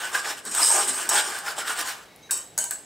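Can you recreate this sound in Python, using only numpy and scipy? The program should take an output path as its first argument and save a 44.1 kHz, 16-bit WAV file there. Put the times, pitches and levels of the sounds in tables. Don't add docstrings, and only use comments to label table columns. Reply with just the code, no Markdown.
import sys
import numpy as np
from scipy import signal
from scipy.fft import rfft, irfft
from scipy.io import wavfile
from scipy.ndimage import uniform_filter1d

SR = 44100
rng = np.random.default_rng(int(sys.argv[2]) if len(sys.argv) > 2 else 0)


def master_out(mix):
    frames = np.transpose(np.atleast_2d(mix))
    ceiling = np.clip(frames, -1, 1)
    pcm = np.round(ceiling * 32767).astype(np.int16)
    wavfile.write(sys.argv[1], SR, pcm)


def gain_from_db(level_db):
    decades = np.asarray(level_db, float) / 20
    return 10 ** decades


N = 125685

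# f/Hz, density/dB
AIR_COLOUR = [(20, -23), (60, -6), (140, -3), (300, -2), (700, -2), (1100, -10), (4000, -13.5),
              (16000, -26)]
# f/Hz, t60/s
KITCHEN_DECAY = [(200, 0.55), (1500, 0.39), (8000, 0.26), (15000, 0.11)]
# f/Hz, level/dB
KITCHEN_WIDTH = [(200, -15), (600, -16), (1400, -16.5), (2800, -13), (5000, -22), (8000, -12.5),
                 (14000, -7)]

# peak t/s, half length/s, pan scrape level/dB, wire jingle level/dB
STROKES = [(0.028, 0.057, -33.5, -44.5), (0.149, 0.02, -30, -39), (0.179, 0.024, -34, -33),
           (0.267, 0.028, -34, -41.5), (0.301, 0.024, -31, -37), (0.382, 0.014, -40.5, -43),
           (0.474, 0.019, -41.5, -35.5), (0.515, 0.0059, -50, -30.5), (0.605, 0.048, -27.5, -24.5),
           (0.71, 0.075, -37, -20.5), (0.794, 0.06, -28.5, -30.5), (0.892, 0.012, -32.5, -21),
           (0.971, 0.067, -35, -35), (1.015, 0.037, -33, -52), (1.138, 0.024, -26.5, -24.5),
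           (1.184, 0.024, -25, -25), (1.259, 0.032, -35.5, -34), (1.335, 0.059, -34, -42.5),
           (1.484, 0.029, -31.5, -45), (1.595, 0.021, -31.5, -40), (1.698, 0.028, -28.5, -34.5),
           (1.795, 0.026, -28.5, -35), (1.888, 0.029, -31, -41), (1.94, 0.073, -45.5, -77)]
# peak t/s, half length/s, f/Hz, width/Hz, level/dB
PAN_SWELLS = [(0.043, 0.025, 1500, 70, -34), (.06, .02, 1700, 60, -38), (.476, 0.02, 1545, 35, -46),
              (0.153, 0.012, 1546, 80, -22.5), (0.158, 0.027, 1090, 49.7, -41),
              (0.254, 0.008, 1640, 100, -31), (0.296, 0.021, 1737, 45, -35), (0.318, 0.0056, 835, 79, -48),
              (0.597, 0.011, 1217, 79.5, -30.5), (0.705, 0.0051, 890, 100, -28),
              (0.759, 0.028, 760, 107, -29), (1.053, 0.013, 1540, 79.5, -35.5),
              (1.176, 0.024, 1500, 132, -23.5), (1.156, 0.045, 856, 113, -33),
              (1.354, 0.023, 1540, 100, -36), (1.486, 0.031, 1350, 150, -34.5),
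              (1.51, 0.1, 810, 59.7, -46.5), (1.69, 0.052, 1380, 153, -34)]
# peak t/s, half length/s, f/Hz, width/Hz, level/dB
WIRE_CATCHES = [(0.053, 0.014, 8200, 150, -38.5), (0.16, 0.0078, 8500, 150, -42),
                (0.296, 0.018, 5260, 119, -36), (0.47, 0.01, 8800, 197, -45.5),
                (0.575, 0.016, 8300, 200, -28.5), (0.651, 0.045, 8250, 350, -22),
                (0.682, 0.028, 5500, 100, -36), (.78, 0.033, 7950, 250, -30),
                (0.957, 0.048, 8200, 197, -33.5), (1.023, 0.026, 7450, 120, -39.5),
                (1.112, .015, 5560, 50, -36), (1.133, 0.016, 7950, 200, -28),
                (1.182, 0.018, 3300, 500, -27), (1.592, 0.0091, 7600, 80, -33),
                (1.63, 0.021, 5050, 60, -52)]
# f/Hz, level/dB, t60/s
PAN_MODES = [(1211, 4, 0.014), (1486, -2, 0.016), (1650, -4, 0.018), (2824, -8, 0.04), (3340, -4.5, 0.025),
             (5250, -10, 0.02)]
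# f/Hz, level/dB, t60/s
WIRE_MODES = [(3046, -5.5, 0.23), (4030, -12, 0.18), (4520, -30, 0.42), (5080, 1, 0.39), (5590, -1.5, 0.4),
              (6700, -15, 0.73), (7560, -15, 0.66), (8500, -2, 0.6)]
# f/Hz, density/dB
SCRATCH_COLOUR = [(180, -79), (300, -44), (584, -20), (737, -8), (1080, -10), (1340, -2), (2480, -10.5),
                  (8360, -10.5), (16000, -22.5)]
# f/Hz, density/dB
JINGLE_COLOUR = [(1180, -77), (2000, -20.5), (5390, -10.5), (6090, -12), (8330, 0), (16000, -33.5)]

# peak t/s, half length/s, f/Hz, width/Hz, level/dB
RUMBLES = [(0.16, 0.053, 383, 25, -51.5), (0.466, 0.017, 405, 23, -45.5), (0.498, 0.028, 253, 20, -48),
           (0.62, 0.026, 290, 30, -49.5), (0.78, 0.063, 392, 37, -41.5), (0.903, 0.019, 269, 35, -43.5),
           (1.1, 0.097, 350, 120, -47), (1.282, 0.025, 378, 23, -46), (2.325, 0.019, 393, 24, -54),
           (2.317, 0.0045, 1530, 80, -39.5), (2.322, 0.0075, 940, 41, -46), (2.621, 0.03, 957, 13, -48),
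           (2.3, 0.0041, 1572, 45, -37), (2.592, 0.011, 610, 53, -44), (2.589, .012, 250, 61, -53.5),
           (2.531, .04, 147, 21, -60.5), (2.717, 0.0071, 1562, 55, -36.5)]
# peak t/s, half length/s, f/Hz, width/Hz, level/dB
WIRE_HAZE = [
    (2.15, .15, 2200, 100, -64),
    (2.1, .06, 3865, 20, -69),
    (2.1, .1, 1976, 30, -70),
    (2.45, .1, 3865, 30, -70),
]

# t/s, blow level/dB, rattle level/dB, rattle t60/s, pan share/dB
KNOCKS = [(.451, -49, -38, 0.22, -7), (0.549, -22, -38, .1, -27), (1.0907, -21.5, -17, 0.055, -17),
          (1.0969, -22, -44, 0.12, -18.5), (2.309, -18.5, -28, 0.39, -14), (2.316, -21, -26.5, 0.19, -20),
          (2.375, -31, -45, 0.11, -20), (2.578, -21, -27, 0.47, -13.5), (2.586, -19.5, -31, 0.15, -21),
          (2.64, -25.5, -35, 0.088, -17), (2.7089, -21.5, -30.5, 0.24, -10.5)]
# t/s, level/dB
CLICKS = [
    (0.383, -52),
    (.4514, -39),
    (.5162, -49),
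    (.88, -36),
    (1.3867, -36),
    (1.459, -43),
    (1.7918, -32),
    (1.811, -32),
    (2.3125, -26),
]
# t/s, level/dB
CRACKS = [
    (1.0895, -31),
    (1.0955, -32),
    (2.308, -31),
    (2.5768, -32),
    (2.5835, -35),
    (2.7078, -33),
]
# f/Hz, level/dB, t60/s
STRUCK_TIP = [(1200, -20, .3), (3063, -11, .24), (3774, -9, .17), (4533, -11, .28), (5103, -12, .22),
              (5588, -1, .25), (6670, -9, .28), (7515, -3, .3), (7897, -3, .36), (8775, 0, .19),
              (10220, -13, .24), (11970, -17, .27)]
# f/Hz, level/dB, t60/s
STRUCK_BELLY = [(958, -13, .3), (1572, -13, .22), (3058, -15, .25), (4570, -16, .25), (5599, -19, .3),
                (6697, -1, .35), (7843, -7, .4), (8253, -1, .26), (8516, -11, .4), (8947, 0, .2),
                (9313, 0, .2), (10320, -11, .23)]
# f/Hz, level/dB, t60/s
STRUCK_NECK = [(1567, -10, .1), (3499, -17, .15), (5561, -21, .16), (6702, -15, .25), (7472, -7, .2),
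               (7843, -5, .4), (8290, 0, .24), (9308, -16, .3), (11860, -20, .2)]
# f/Hz, density/dB
TICK_COLOUR = [(300, -45), (1500, -25), (5500, -13), (8100, 4), (11000, -9), (16000, -16)]
# f/Hz, density/dB
CRACK_COLOUR = [(1000, -25), (5000, -4), (8500, 3), (13500, 2), (16000, 0)]

# f/Hz, level/dB
SINGING_WIRES = [(2196, -67), (3860, -61), (5803, -69), (6347, -61), (7790, -69)]

AIR_DB, AIR_WIDTH, ROOM_DB = -52.5, 0.23, -10
SLIPS_PER_S, JINGLES_PER_S, SLIP_SPREAD_DB = 3500, 3100, 2.2
RATTLES_PER_S, RATTLE_SPREAD_DB = 2600, 1.4
SCRATCH_DB, CLUSTER_DB, PATCHY_DB = 3, 7, 2.5
BLOW_RING_DB, BLOW_CRACK_DB = -2.5, 0
SING_S, SING_T60 = 2.222, 0.22
DRIP_S, DRIP_HZ, DRIP_DB, DRIP_T60 = 2.162, 11100, -32, 0.0022
TOUCH_SIZE, PAN_SIZE = 12000, 3000


def evened(x):
    return x / np.sqrt(np.mean(x ** 2) + 1e-20)


def unit(x):
    return x / np.linalg.norm(x)


def lengthened(x, size):
    return np.pad(x, (0, size - len(x)))


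def read(points, hz):
    f, value = np.transpose(points)
    return np.interp(np.log(hz + 1), np.log(f + 1), value)


def coloured(x, points):
    size = x.shape[-1]
    return irfft(rfft(x) * gain_from_db(read(points, np.fft.rfftfreq(size, 1 / SR))), size)


def impulse(s, db):
    return (np.arange(N) == round(s * SR)) * gain_from_db(db)


def bumps(peaks, halves, dbs):
    t = np.arange(N)[:, None] / SR
    power = gain_from_db(2 * np.asarray(dbs)) * np.exp(-((t - peaks) / halves) ** 2)
    return np.sqrt(power.sum(1))


def ring(modes, size=TOUCH_SIZE, scatter=0.003):
    hz, db, t60 = np.transpose(modes)[:, :, None]
    t = np.arange(size) / SR
    luck = rng.standard_normal((len(hz), 2))
    level = gain_from_db(db - 60 * t / t60 + 3 * luck[:, :1])
    tuned = hz * (1 + scatter * luck[:, 1:])
    return (level * np.sin(2 * np.pi * tuned * t)).sum(0)


def burst(points, t60, size=1024):
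    noise = rng.standard_normal(size) * gain_from_db(-60 * np.arange(size) / SR / t60)
    return np.roll(coloured(noise, points), 60)


def touches(per_s, spread_db):
    chance, sign, luck = rng.random((N, 3)).T
    strength = gain_from_db(spread_db * np.minimum(-np.log(luck + 1e-9), 5))
    return evened((chance < per_s / SR) * np.sign(sign - 0.5) * strength)


def strike(drive, bodies):
    spot = rng.integers(0, len(bodies), N)
    return sum(signal.oaconvolve(drive * (spot == k), b)[:N] for k, b in enumerate(bodies))


def swells(drive, rows):
    out = np.zeros(N)
    for s, half, hz, width, db in rows:
        effort = bumps(s, half, [db])
        sound = signal.lfilter(*signal.iirpeak(hz, hz / width, SR), drive * effort)
        out += unit(sound) * np.linalg.norm(effort)
    return out


def patchy(x):
    z = signal.stft(x, nperseg=256)[2]
    field = uniform_filter1d(rng.standard_normal(z.shape), size=4, axis=0)
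    field = evened(uniform_filter1d(field, size=12, axis=1))
    return signal.istft(z * gain_from_db(PATCHY_DB * field), nperseg=256)[1][:N]


def air():
    common, different = rng.standard_normal((2, N))
    x = np.array([common + AIR_WIDTH * different, common - AIR_WIDTH * different])
    return gain_from_db(AIR_DB) * evened(coloured(x, AIR_COLOUR))


def kitchen(x):
    taps = np.zeros((2, SR // 2))
    at = np.arange(200, SR // 2 - 20, 20) + rng.integers(0, 20, (2, (SR // 2 - 201) // 20))
    np.put_along_axis(taps, at, rng.choice([-1., 1.], at.shape), 1)
    hz, t, z = signal.stft(taps, SR, nperseg=256)
    decay = gain_from_db(-60 * t / read(KITCHEN_DECAY, hz)[:, None])
    tail = signal.istft(z * decay, SR, nperseg=256)[1]
    mid, side = signal.fftconvolve(x[None], tail / np.linalg.norm(tail[0]), axes=1)[:, :N]
    return gain_from_db(ROOM_DB) * mid + np.array([[1], [-1]]) * coloured(side, KITCHEN_WIDTH)


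def pan_spots(count=10):
    spots = []
    for _ in range(count):
        tone = unit(ring(PAN_MODES, PAN_SIZE, scatter=0.05))
        scratch = lengthened(unit(burst(SCRATCH_COLOUR, 0.012)), PAN_SIZE)
        spots.append(unit(tone + gain_from_db(SCRATCH_DB) * scratch))
    return spots


def wire_spots(lines, hz, spread_hz, t60, damping, tick, tick_db, count=4):
    loops = [(hz + spread_hz * np.tan(u), 0, t60) for u in np.linspace(-1.1, 1.1, num=70)]
    pairs = np.array(lines + lines) * [1, 1, damping]
    spots = []
    for _ in range(count):
        tone = unit(ring(pairs)) + gain_from_db(CLUSTER_DB) * unit(ring(loops))
        brush = lengthened(unit(burst(tick, 0.013)), TOUCH_SIZE)
        spots.append(unit(tone + gain_from_db(tick_db) * brush))
    return spots


def stirring(pan):
    s, half, pan_db, wire_db = np.transpose(STROKES)
    slips = touches(SLIPS_PER_S, SLIP_SPREAD_DB)
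    jingles = touches(JINGLES_PER_S, SLIP_SPREAD_DB)
    wires = wire_spots(WIRE_MODES, hz=8130, spread_hz=360, t60=0.083, damping=0.26,
                       tick=JINGLE_COLOUR, tick_db=8)
    scrape = strike(slips * bumps(s, half, pan_db), pan)
    jingle = strike(jingles * bumps(s, half, wire_db), wires)
    return swells(slips, PAN_SWELLS + WIRE_CATCHES) + patchy(scrape + jingle)


def rumble():
    return swells(rng.standard_normal(N), RUMBLES + WIRE_HAZE)


def knocks(pan):
    t, out = np.arange(N) / SR, np.zeros(N)
    clatter = touches(RATTLES_PER_S, RATTLE_SPREAD_DB)
    crack = unit(burst(CRACK_COLOUR, 0.0022))
    rows = np.array(KNOCKS)
    place = np.searchsorted([2.5, 2.7], rows[:, 0])
    for k, lines in enumerate((STRUCK_TIP, STRUCK_BELLY, STRUCK_NECK)):
        drive, blows, push = np.zeros((3, N))
        for s, blow_db, rattle_db, t60, pan_db in rows[place == k]:
            blow = impulse(s, blow_db + 16)
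            shake = blow + clatter * (t > s) * gain_from_db(rattle_db - 60 * abs(t - s) / t60)
            drive += shake
            blows += blow
            push += gain_from_db(pan_db) * shake
        wires = wire_spots(lines, hz=7830, spread_hz=130, t60=0.2, damping=0.88,
                           tick=TICK_COLOUR, tick_db=5.5, count=2)
        body = gain_from_db(BLOW_RING_DB) * unit(ring(3 * lines, scatter=0.004))
        body += gain_from_db(BLOW_CRACK_DB) * lengthened(crack, TOUCH_SIZE)
        out += strike(drive, wires)
        out += signal.oaconvolve(blows, body)[:N]
        out += signal.oaconvolve(push, pan[k])[:N]
    clicks = sum(impulse(s, db + 25) for s, db in CLICKS + CRACKS)
    return patchy(out) + signal.oaconvolve(clicks, crack)[:N]


def lifting():
    t = np.arange(N) / SR
    since_drip, since_sing = np.maximum(t - DRIP_S, 0), np.maximum(t - SING_S, 0)
    drip = gain_from_db(DRIP_DB - 60 * since_drip / DRIP_T60) * np.sin(2 * np.pi * DRIP_HZ * since_drip)
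    sing = np.zeros(N)
    for hz, db in SINGING_WIRES:
        beat = np.cos(2 * np.pi * (rng.uniform(15, 30.1) * t + rng.random()))
        sing += gain_from_db(db + 11) * (1 + 0.5 * beat) * np.sin(2 * np.pi * hz * t)
    fade = np.minimum(since_sing / 0.014, 1) * gain_from_db(-60 * since_sing / SING_T60)
    return drip + sing * fade


def scene():
    pan = pan_spots()
    low_cut = signal.butter(4, 318, "high", fs=SR, output="sos")
    metal = signal.sosfilt(low_cut, stirring(pan) + knocks(pan))
    near = metal + rumble() + lifting()
    return near + kitchen(near) + air()


def low_pass(x):
    return signal.sosfilt(signal.butter(12, 17000, fs=SR, output="sos"), x)


def record(dry):
    edge = signal.firwin(301, 15780, window=("kaiser", 6), fs=SR)
    mix = signal.oaconvolve(dry, edge[None], "same")
    return low_pass(mix)


dry = scene()
out = record(dry)
master_out(out)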